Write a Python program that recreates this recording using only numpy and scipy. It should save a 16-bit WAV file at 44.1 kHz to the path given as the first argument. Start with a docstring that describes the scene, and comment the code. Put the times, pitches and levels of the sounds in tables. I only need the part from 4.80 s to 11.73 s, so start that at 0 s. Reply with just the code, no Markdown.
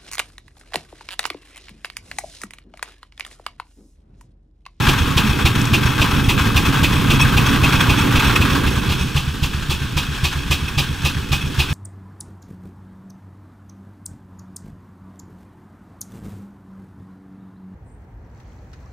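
"""A steam roller passes close by on a country road. From the start, open gears clatter and chime, iron
rolls rumble on the asphalt and rods knock. Each turn of the crank gives a strong and a weak exhaust
beat that excite the chimney's resonances. The front roll bumps and cracks stones, a gear wheel clangs,
and the rear roll drones past amid hard jolts. Around 4 s a cross-fade leads to the roller approaching
from farther off, its exhaust echoed by the hedges."""
import sys
import numpy as np
from scipy import signal
from scipy.fft import rfft, irfft
from scipy.io import wavfile
from scipy.ndimage import uniform_filter1d

SR = 44100
rng = np.random.default_rng(int(sys.argv[2]) if len(sys.argv) > 2 else 0)


def generate_wav(signal):
    """Clip the signal to [-1, 1] and save it as 16-bit WAV at the path in sys.argv[1]."""
    frames = np.transpose(np.atleast_2d(signal))
    scaled = np.clip(frames, -1, 1) * 32767
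    pcm = np.round(scaled).astype(np.int16)
    wavfile.write(sys.argv[1], SR, pcm)


N = 305613
TIME = np.arange(N) / SR
FADE_START_S, FADE_END_S = 3.65, 4.35  # from the near view to the far one
RETURN_SHARE = 0.456  # share of a turn at which the return stroke exhausts

# remoteness of the roller: t/s, distance (0 alongside to 1 down the road)
DISTANCE = [(0, 0.15), (3.6, 0.065), (4.4, 1), (6.93, 1)]
# strength of the running gear: t/s, clatter level/dB, rumble level/dB
RUNNING = [(0.0, -17.5, -21.5), (0.19, -24, -22.5), (1.93, -24, -20), (2.33, -21.5, -18.5),
           (3.57, -22, -21), (3.8, -23.5, -20), (4.5, -30.5, -29), (5.17, -29.5, -30.5), (6.62, -31, -29.5),
           (6.93, -29, -30)]
# spectrum of the clatter: f/Hz, level/dB
CLATTER = [(300, -24), (620, -23.5), (830, -2.5), (1100, 3), (1350, 1.5), (1570, 0.5), (1950, -5.5),
           (2550, -4), (2950, -4.5), (3450, -4.5), (4500, -13), (7000, -19.5), (11000, -25), (15500, -22.5)]
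# modes of the gear wheels: f/Hz, level/dB, T60/s
GEAR_MODES = [(2575, 1.5, 0.055), (2720, -2.5, 0.014), (3320, 5, 0.017), (5525, -5, .026),
              (6355, -8.5, 0.026), (7845, -18.5, 0.06), (8790, -14, .02), (9530, -21, 0.055),
              (10490, -24.5, 0.065), (13435, -18, 0.036), (14670, -19.5, .04)]


def amp(db):
    return 10 ** (np.asarray(db) / 20)


def unit_rms(x):
    return x / np.sqrt(np.mean(x ** 2) + 1e-20)


def follow(rows, at, column=1):
    """Linear interpolation of one column of a table."""
    rows = np.array(rows)
    return np.interp(at, rows[:, 0], rows[:, column])


def add(mix, s, sound):
    """Superposition of a sound starting at s seconds."""
    part = mix[max(round(s * SR), 0):][:len(sound)]
    part += sound[:len(part)]


def colour(x, spectrum, size=4096):
    """Minimum-phase filtering by a spectrum of (f/Hz, level/dB)."""
    hz, db = np.transpose(spectrum)
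    log_hz = np.log(abs(np.fft.fftfreq(size, 1 / SR)) + 1)
    log_gain = np.log(amp(np.interp(log_hz, np.log(hz), db)))
    taps = np.fft.ifft(np.exp(np.conj(signal.hilbert(log_gain)))).real
    return signal.fftconvolve(x, taps[:size // 2])[:len(x)]


def free_decay(t, modes, sustain=1):
    """Free vibration: a damped sinusoid for each mode (f/Hz, level/dB, T60/s)."""
    return sum(amp(db - 60 * t / (t60 * sustain)) * np.sin(2 * np.pi * hz * t) for hz, db, t60 in modes)


def ring(x, modes):
    """Forced vibration: convolution with the modes' unit-energy impulse response."""
    response = free_decay(TIME[:SR // 3], modes)
    return signal.fftconvolve(x, response / np.linalg.norm(response))[:len(x)]


def swell(t, rise, hold, fall):
    """Linear attack, then exponential decay from the time `hold`; all in seconds."""
    return np.clip(t / rise, 0, 1) * np.exp(-np.maximum(t - hold, 0) / fall)


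def impacts(per_s, spread_db):
    """A Poisson train of blows of uneven size."""
    blows = (rng.random(N) < per_s / SR) * rng.choice([-1, 1], N)
    return blows * amp(spread_db * np.minimum(rng.exponential(1, N), 4))


def crank_times(turns):
    """Rotation with a drifting period: when the crank reaches these angles, near and far."""
    # near and far view: first strong beat t/s, period/s, drift/(s per turn squared)
    crank = [(0.0826, 0.2865, -0.00118), (4.0892, 0.2691, 0.00008)]
    return [first + turns * (period + drift * turns) for first, period, drift in crank]


def crank_turns(count=18):
    """Phase of the crank in turns, whole at each strong beat."""
    turns = np.arange(-1, count)
    near, far = (np.interp(TIME, times, turns) for times in crank_times(turns))
    return np.where(TIME < (FADE_START_S + FADE_END_S) / 2, near, far)


def strokes(share, count=18):
    """Periodic events at one share of a turn, cross-faded in power: (t/s, gain)."""
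    rows = []
    near_power, far_power = [0.96, 0.01], [0.31, 0.69]  # before and after the fade
    for times, power in zip(crank_times(np.arange(count) + share), (near_power, far_power)):
        rows += zip(times, np.sqrt(np.interp(times, [FADE_START_S, FADE_END_S], power)))
    return [(s, gain) for s, gain in rows if gain > 0 and s < N / SR]


def gears(teeth=18, clatter_db=2.5, chime_db=-1, blow_spread_db=6, clink_spread_db=4):
    """Impact excitation: teeth meet with uneven force, rattling the casing and ringing the wheels."""
    # chime radiated towards the listener: t/s, level/dB relative to the clatter
    chime = [(0, -12), (1.2, -8.5), (2.4, -10), (3, -11.5), (3.7, -12), (4.2, -7), (4.6, -11.5), (6.93, -7)]
    turns = crank_turns()
    meetings = np.diff(np.floor(turns * teeth), prepend=0) > 0
    # the clatter swells twice a turn, dipping after each chuff, loudest at the weak beat
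    surge = amp(0.2 * np.cos(4 * np.pi * (turns - 0.47))
                + 0.44 * np.cos(2 * np.pi * (turns - RETURN_SHARE)))
    rattle = swell(TIME[:SR // 10], rise=0.0013, hold=0.0094, fall=0.014)
    forces = (meetings * amp(db * np.clip(rng.standard_normal(N), -2, 2))
              for db in (blow_spread_db, clink_spread_db))
    blows, clinks = (unit_rms(signal.fftconvolve(force, rattle)[:N]) for force in forces)
    casing = unit_rms(colour(surge * (0.77 + blows) * impacts(per_s=9000, spread_db=0.5), CLATTER))
    # the wheels chime most when the clatter peaks
    wheels = unit_rms(ring(surge ** 3 * clinks * impacts(per_s=4000, spread_db=5), GEAR_MODES))
    guard_modes = [(1134, 0, 0.047), (1564, 2, 0.036), (1610, -2, 0.045)]  # sheet covers over the gears
    guards = unit_rms(ring(surge * blows * impacts(per_s=1500, spread_db=0), guard_modes))
    clatter = amp(-3.5) * casing + amp(-11.5) * guards
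    # from the front, the boiler and roll screen part of the gearing
    screened = colour(clatter, [(500, 1), (1100, -6), (1700, 0.5), (2000, -3.5), (2700, 0),
                                (3400, 1), (5000, 2), (9000, 3), (15000, -4)])
    far = follow(DISTANCE, TIME)
    clatter = (1 - far) * clatter + far * screened
    wheels *= amp(follow(chime, TIME) + chime_db)
    return amp(follow(RUNNING, TIME) + clatter_db) * (clatter + wheels)


def rolls(ring_db=-3, far_ring_db=-3, bump_db=-6):
    """Rolling noise: crushed grit gives a broad rumble; the hollow drums resonate and boom at bumps."""
    # spectrum of the rumble on asphalt: f/Hz, level/dB
    road_spectrum = [(15, -38), (35, 2.5), (70, -0.5), (120, 4.5), (250, -3.5), (330, -12), (450, -13),
                     (620, -33.5), (1200, -38.5)]
    # modes of the rolls and frame: f/Hz, level/dB, T60/s
    drum_modes = [(99, -3, 0.18), (126.1, 1, 0.41), (210.7, -7.5, 0.22), (229.8, -1.5, 0.11),
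                  (278.6, -2, 0.15), (368, -13, 0.21), (455, -23, 0.05)]
    # bumps under the front roll: t/s, level/dB
    bumps = [(0.437, -8.5), (0.793, -10), (0.908, -6.5), (0.968, -6), (1.374, -6), (1.664, -11.5)]
    road = unit_rms(colour(impacts(per_s=500, spread_db=1.5), road_spectrum))
    drums = unit_rms(ring(impacts(per_s=300, spread_db=0.5), drum_modes))
    drums *= amp(ring_db + far_ring_db * follow(DISTANCE, TIME))
    out = amp(follow(RUNNING, TIME, column=2)) * (road + drums)
    boom = free_decay(TIME[:SR // 5], drum_modes)
    boom = colour(boom, [(90, -34), (150, -10), (210, 5.5), (260, 2.5), (400, -12), (1500, -12)])
    for s, db in bumps:
        add(out, s, amp(db + bump_db) * boom / abs(boom).max())
    return out


def rear_roll():
    """Random forcing by grit sustains the resonances of the wide iron rim."""
    # drone of the tall roll going by: t/s, level/dB
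    passage = [(0, -32), (2, -30), (2.7, -27), (3.3, -21.5), (3.9, -26), (4.4, -46.5), (6.93, -39.5)]
    # modes of the rim: f/Hz, level/dB, T60/s
    rim_modes = [(211.3, -6.5, 0.16), (278.5, 0.5, 0.23), (301, -3.5, 0.096), (360.4, -7, 0.12),
                 (400, -20, 0.54), (482, -13.5, 0.17), (518, -25.5, 0.06)]
    return amp(follow(passage, TIME)) * unit_rms(ring(impacts(per_s=400, spread_db=1.5), rim_modes))


def background(level_db=-35):
    """Stationary low-frequency noise: a deep outdoor rumble."""
    spectrum = [(12, -24), (35, 2), (70, -5), (150, -24), (700, -42), (3000, -60)]
    return amp(level_db) * unit_rms(colour(rng.standard_normal(N), spectrum))


def knocks(knock_db=-15, ring_db=1, spread_db=1, far_db=-6):
    """Backlash: slack in rods and gears closes in a burst of blows, thrice a turn and at each jolt."""
    # single jolts of frame and gearing: t/s, knock level/dB, gear ring level/dB
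    jolts = [(0.039, -16.5, -25), (0.609, -19, -28), (3.005, -8, -20), (3.169, -23, -27), (3.394, 0, -20),
             (3.5556, 2, -17), (5.88, -14, -27)]
    # where slack closes: share of a turn, knock level/dB, gear ring level/dB (relative to the clatter)
    backlash = [(0.355, 20, 1), (0.46, 9, -1), (0.668, 11.5, -10)]
    body, chime, t = np.zeros(N), np.zeros(N), TIME[:SR // 8]
    blows = list(jolts)
    for share, db, chime_db in backlash:
        for s, gain in strokes(share):
            force_db = follow(RUNNING, s) + far_db * follow(DISTANCE, s) + 20 * np.log10(gain)
            force_db += spread_db * rng.standard_normal()
            blows.append((s, db + force_db, chime_db + force_db))
    for s, db, chime_db in blows:
        add(body, s, amp(db) * swell(t, rise=0.0072, hold=0.0024, fall=0.02))
        add(chime, s, amp(chime_db) * swell(t, rise=0.00023, hold=0.0074, fall=0.0058))
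    body_noise, chime_noise = rng.standard_normal((2, N))
    knock = amp(knock_db) * body * unit_rms(colour(body_noise, CLATTER))
    return knock + amp(ring_db) * ring(chime * chime_noise, GEAR_MODES)


def beats(share, near_db, far_db, spread_db=0.5):
    """Periodic exhaust, one slightly uneven beat a turn: (t/s, thump, hiss and pipe ring level/dB)."""
    # exhaust at the listener: t/s, thump level/dB, hiss level/dB, blast pipe ring level/dB
    exhaust = [(0, -3.5, -24.5, -17.5), (1.2, -5, -26, -16), (2.2, -4, -26, -17.5), (3.35, -4.5, -30, -16),
               (3.75, -6.5, -32.5, -21.5), (4.5, -7.5, -31.5, -27.5), (5.7, -8.5, -25.5, -19.5),
               (6.93, -7, -27, -21)]
    rows = []
    for s, gain in strokes(share):
        db = near_db + (far_db - near_db) * follow(DISTANCE, s) + 20 * np.log10(gain)
        db += spread_db * rng.standard_normal()
        rows.append((s, *(follow(exhaust, s, column) + db for column in (1, 2, 3))))
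    return rows


def thumps(strong, weak, round_trip_s=0.01333, overtone_hz=142, weak_trim_db=1.5):
    """Reflection in a pipe: each steam pulse runs up and down the chimney, fading and broadening."""
    out, early_s, lead_s = np.zeros(N), 0.02, 0.0041
    t = TIME[:SR // 5] - early_s
    # push, suction and rebound: amplitude, t/s, width/s
    lobes = ((0.68, -lead_s, 0.0013), (-1, 0, 0.0023), (0.48, 0.0031, 0.0018))
    # the chimney's second mode hums on after the pulse
    hum = -np.cos(2 * np.pi * overtone_hz * t) * swell(t + lead_s, rise=0.0022, hold=0.019, fall=0.035)
    for rows, trim_db in ((strong, 0), (weak, weak_trim_db)):
        for s, db, *_ in rows:
            far = follow(DISTANCE, s)
            reflection = 0.37 + 0.42 * far
            wave = (0.023 + 0.21 * far) * hum
            for trip in range(5):
                age, blur = t - trip * round_trip_s, 1 + 0.15 * trip
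                pulse = sum(size * np.exp(-0.5 * ((age - at) / (width * blur)) ** 2)
                            for size, at, width in lobes)
                wave += reflection ** trip * pulse
            add(out, s - early_s, amp(db + trim_db) * wave)
    return out


def chuffs(strong, weak, pipe_db=2, far_pipe_db=2, weak_hiss_db=-27, gulp_db=-15, flutter_db=1):
    """Turbulent jet noise: escaping steam hisses and drives the modes of blast pipe and chimney."""
    # spectrum of the steam jet: f/Hz, level/dB
    steam_spectrum = [(100, -38), (350, 16), (560, -23.5), (850, 4), (1200, 6.5), (1450, -24), (2100, -7.5),
                      (2900, 8), (3700, 6), (4600, -1), (5800, -6), (7000, -6.5), (11000, -11), (15500, -9)]
    # cross modes of the chimney and blast pipe: f/Hz, level/dB, T60/s
    pipe_modes = [(834, -8, 0.088), (1044, -8.5, 0.064), (1250, -13, 0.046), (2541, 8, 0.045),
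                  (2706, 7, 0.032), (3100, 3.5, 0.015), (3350, -1, 0.026), (3700, -26, .016),
                  (4200, -17, 0.021), (4870, -8.5, 0.033), (5730, -5.5, 0.036)]
    hiss, pipe, gulp = np.zeros((3, N))
    t = TIME[:SR // 4]
    valve_opening = np.sin(np.pi / 2 * np.clip(t / 0.013, 0, 1)) ** 2
    for s, _, jet_db, ring_db in strong:
        far = follow(DISTANCE, s)
        puff = valve_opening * swell(t, rise=0.002, hold=0.019, fall=0.024 + 0.0044 * far)
        add(hiss, s - 0.004, amp(jet_db + 7) * puff)
        drive = amp(ring_db + far_pipe_db * far) * swell(t, rise=0.009, hold=0.016, fall=0.014)
        add(pipe, s + 0.00044, drive)
    for s, db, *_ in weak:
        add(hiss, s, amp(db + weak_hiss_db) * swell(t, rise=0.015, hold=0.019, fall=0.15))
    # a low gulp of turbulence in the chimney follows every beat
    for s, db, *_ in strong + weak:
        add(gulp, s, amp(db) * swell(t, rise=0.0093, hold=0.027, fall=0.017))
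    jet_noise, pipe_noise, gulp_noise, flutter_noise = rng.standard_normal((4, N))
    flutter = unit_rms(amp(flutter_db * unit_rms(uniform_filter1d(flutter_noise, size=90))))
    jet = hiss * flutter * unit_rms(colour(jet_noise, steam_spectrum))
    # directivity: the chimney mouth beams its upper modes over a near listener's head
    beamed = colour(jet, [(300, -1.5), (600, -11), (850, 0), (1500, 3), (3500, 2),
                          (5600, 4.5), (7000, 2), (15000, -1)])
    far = follow(DISTANCE, TIME)
    jet = (1 - far) * jet + far * beamed
    pipe_ring = ring(pipe * flutter * pipe_noise, pipe_modes)
    chimney = ring(gulp_noise, [(36, -11, 0.33), (77, 17, 0.041), (133.4, 6, 0.1), (231, -38, 0.04)])
    return jet + amp(pipe_db) * pipe_ring + amp(gulp_db) * gulp * unit_rms(chimney)


def hedge_echoes(x, level_db=-8.5, t60=0.22, size=9000):
    """Diffuse reflection: the hedges return a decaying tail, stronger when the source is far off."""
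    tail = rng.standard_normal(size) * amp(-60 * TIME[:size] / t60)
    echoes = signal.fftconvolve(x, tail / np.linalg.norm(tail))[:N]
    return amp(level_db) * follow(DISTANCE, TIME) * echoes


def cracks(crack_db=-8):
    """Brittle fracture: a stone splits under the roll with a tiny bright snap."""
    # splitting stones: t/s, level/dB
    stones = [(0.815, -15.5), (0.854, -15)]
    envelope = np.zeros(N)
    snap = swell(TIME[:SR // 30], rise=0.0004, hold=0.001, fall=0.0036)
    for s, db in stones:
        add(envelope, s, amp(db + crack_db) * snap)
    bright_noise = colour(rng.standard_normal(N), [(2000, -18), (5000, 5), (8000, 0), (15000, -20)])
    return envelope * unit_rms(bright_noise)


def clangs():
    """Free vibration: after one clean blow a wheel rings longer than with its teeth engaged."""
    # hard blow on a gear wheel: t/s, peak level/dB
    blows = [(2.411, -6)]
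    out, t = np.zeros(N), TIME[:SR // 5]
    wheel = free_decay(t, GEAR_MODES, sustain=1.1) * np.clip(t / 0.015, 0, 1)
    for s, db in blows:
        add(out, s, amp(db) * wheel / abs(wheel).max())
    return out


def stereo(overhead, ground, overhead_share=0.59, centre_hz=570, q=1.87, top_hz=1400):
    """Mid-side stereo: a stereo widener spreads the low mids, leaning right; scattering adds width."""
    # scatter from road and hedges: f/Hz, level/dB relative to the direct sound
    scatter_spectrum = [(40, -14), (150, -11.5), (300, -20), (450, -7.5), (620, 7), (900, -10.5),
                        (2500, -8), (3500, -9.5), (5200, -3.5), (8000, -14), (15000, -12)]
    mid, hz = overhead + ground, np.fft.rfftfreq(N, 1 / SR) + 1
    band_pass = 1 / (1 + 1j * q * (hz / centre_hz - centre_hz / hz))
    side = -irfft(rfft(mid) * band_pass / (1 + 1j * hz / top_hz), N)
    side -= 0.045 * mid  # the right capsule is a little more sensitive
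    # scattered sound comes most from the low machinery and arrives with random phase
    scattered = colour(ground + overhead_share * overhead, scatter_spectrum)
    frames = signal.stft(scattered, nperseg=512)[2]
    frames *= np.exp(2j * np.pi * rng.random(frames.shape))
    side += signal.istft(frames, nperseg=512)[1][:N]
    return np.array([mid + side, mid - side])


def scene():
    """Superposition of the exhaust at the chimney top and the gearing and rolls below it."""
    # the gearing drifts from left to right as it goes by: t/s, left minus right level/dB
    bearing = [(0, 2.5), (1.8, 2), (2.8, 0.5), (3.8, -1.5), (4.5, 0), (6.93, 0.5)]
    strong = beats(0, near_db=0, far_db=0)
    weak = beats(RETURN_SHARE, near_db=-3.5, far_db=-5.5)
    steam = chuffs(strong, weak)
    hedges = hedge_echoes(steam)
    gearing = gears() + knocks() + clangs()
    overhead = thumps(strong, weak) + steam + hedges
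    ground = gearing + rolls() + rear_roll() + cracks() + background()
    lean_db = follow(bearing, TIME) / 2
    return stereo(overhead, ground) + (amp([lean_db, -lean_db]) - 1) * gearing


def record(dry, ceiling=0.8, edge_hz=15650):
    """The microphone passes no steady pressure; soft saturation rounds peaks; a low-pass ends the band."""
    dry = signal.lfilter(*signal.butter(1, 8, "highpass", fs=SR), dry)
    rounded = dry / (1 + (dry / ceiling) ** 6) ** (1 / 6)
    low_pass = signal.firwin(511, edge_hz, window=("kaiser", 9), fs=SR)
    return signal.oaconvolve(rounded, low_pass[None], "same")


dry = scene()
out = record(dry)
generate_wav(out)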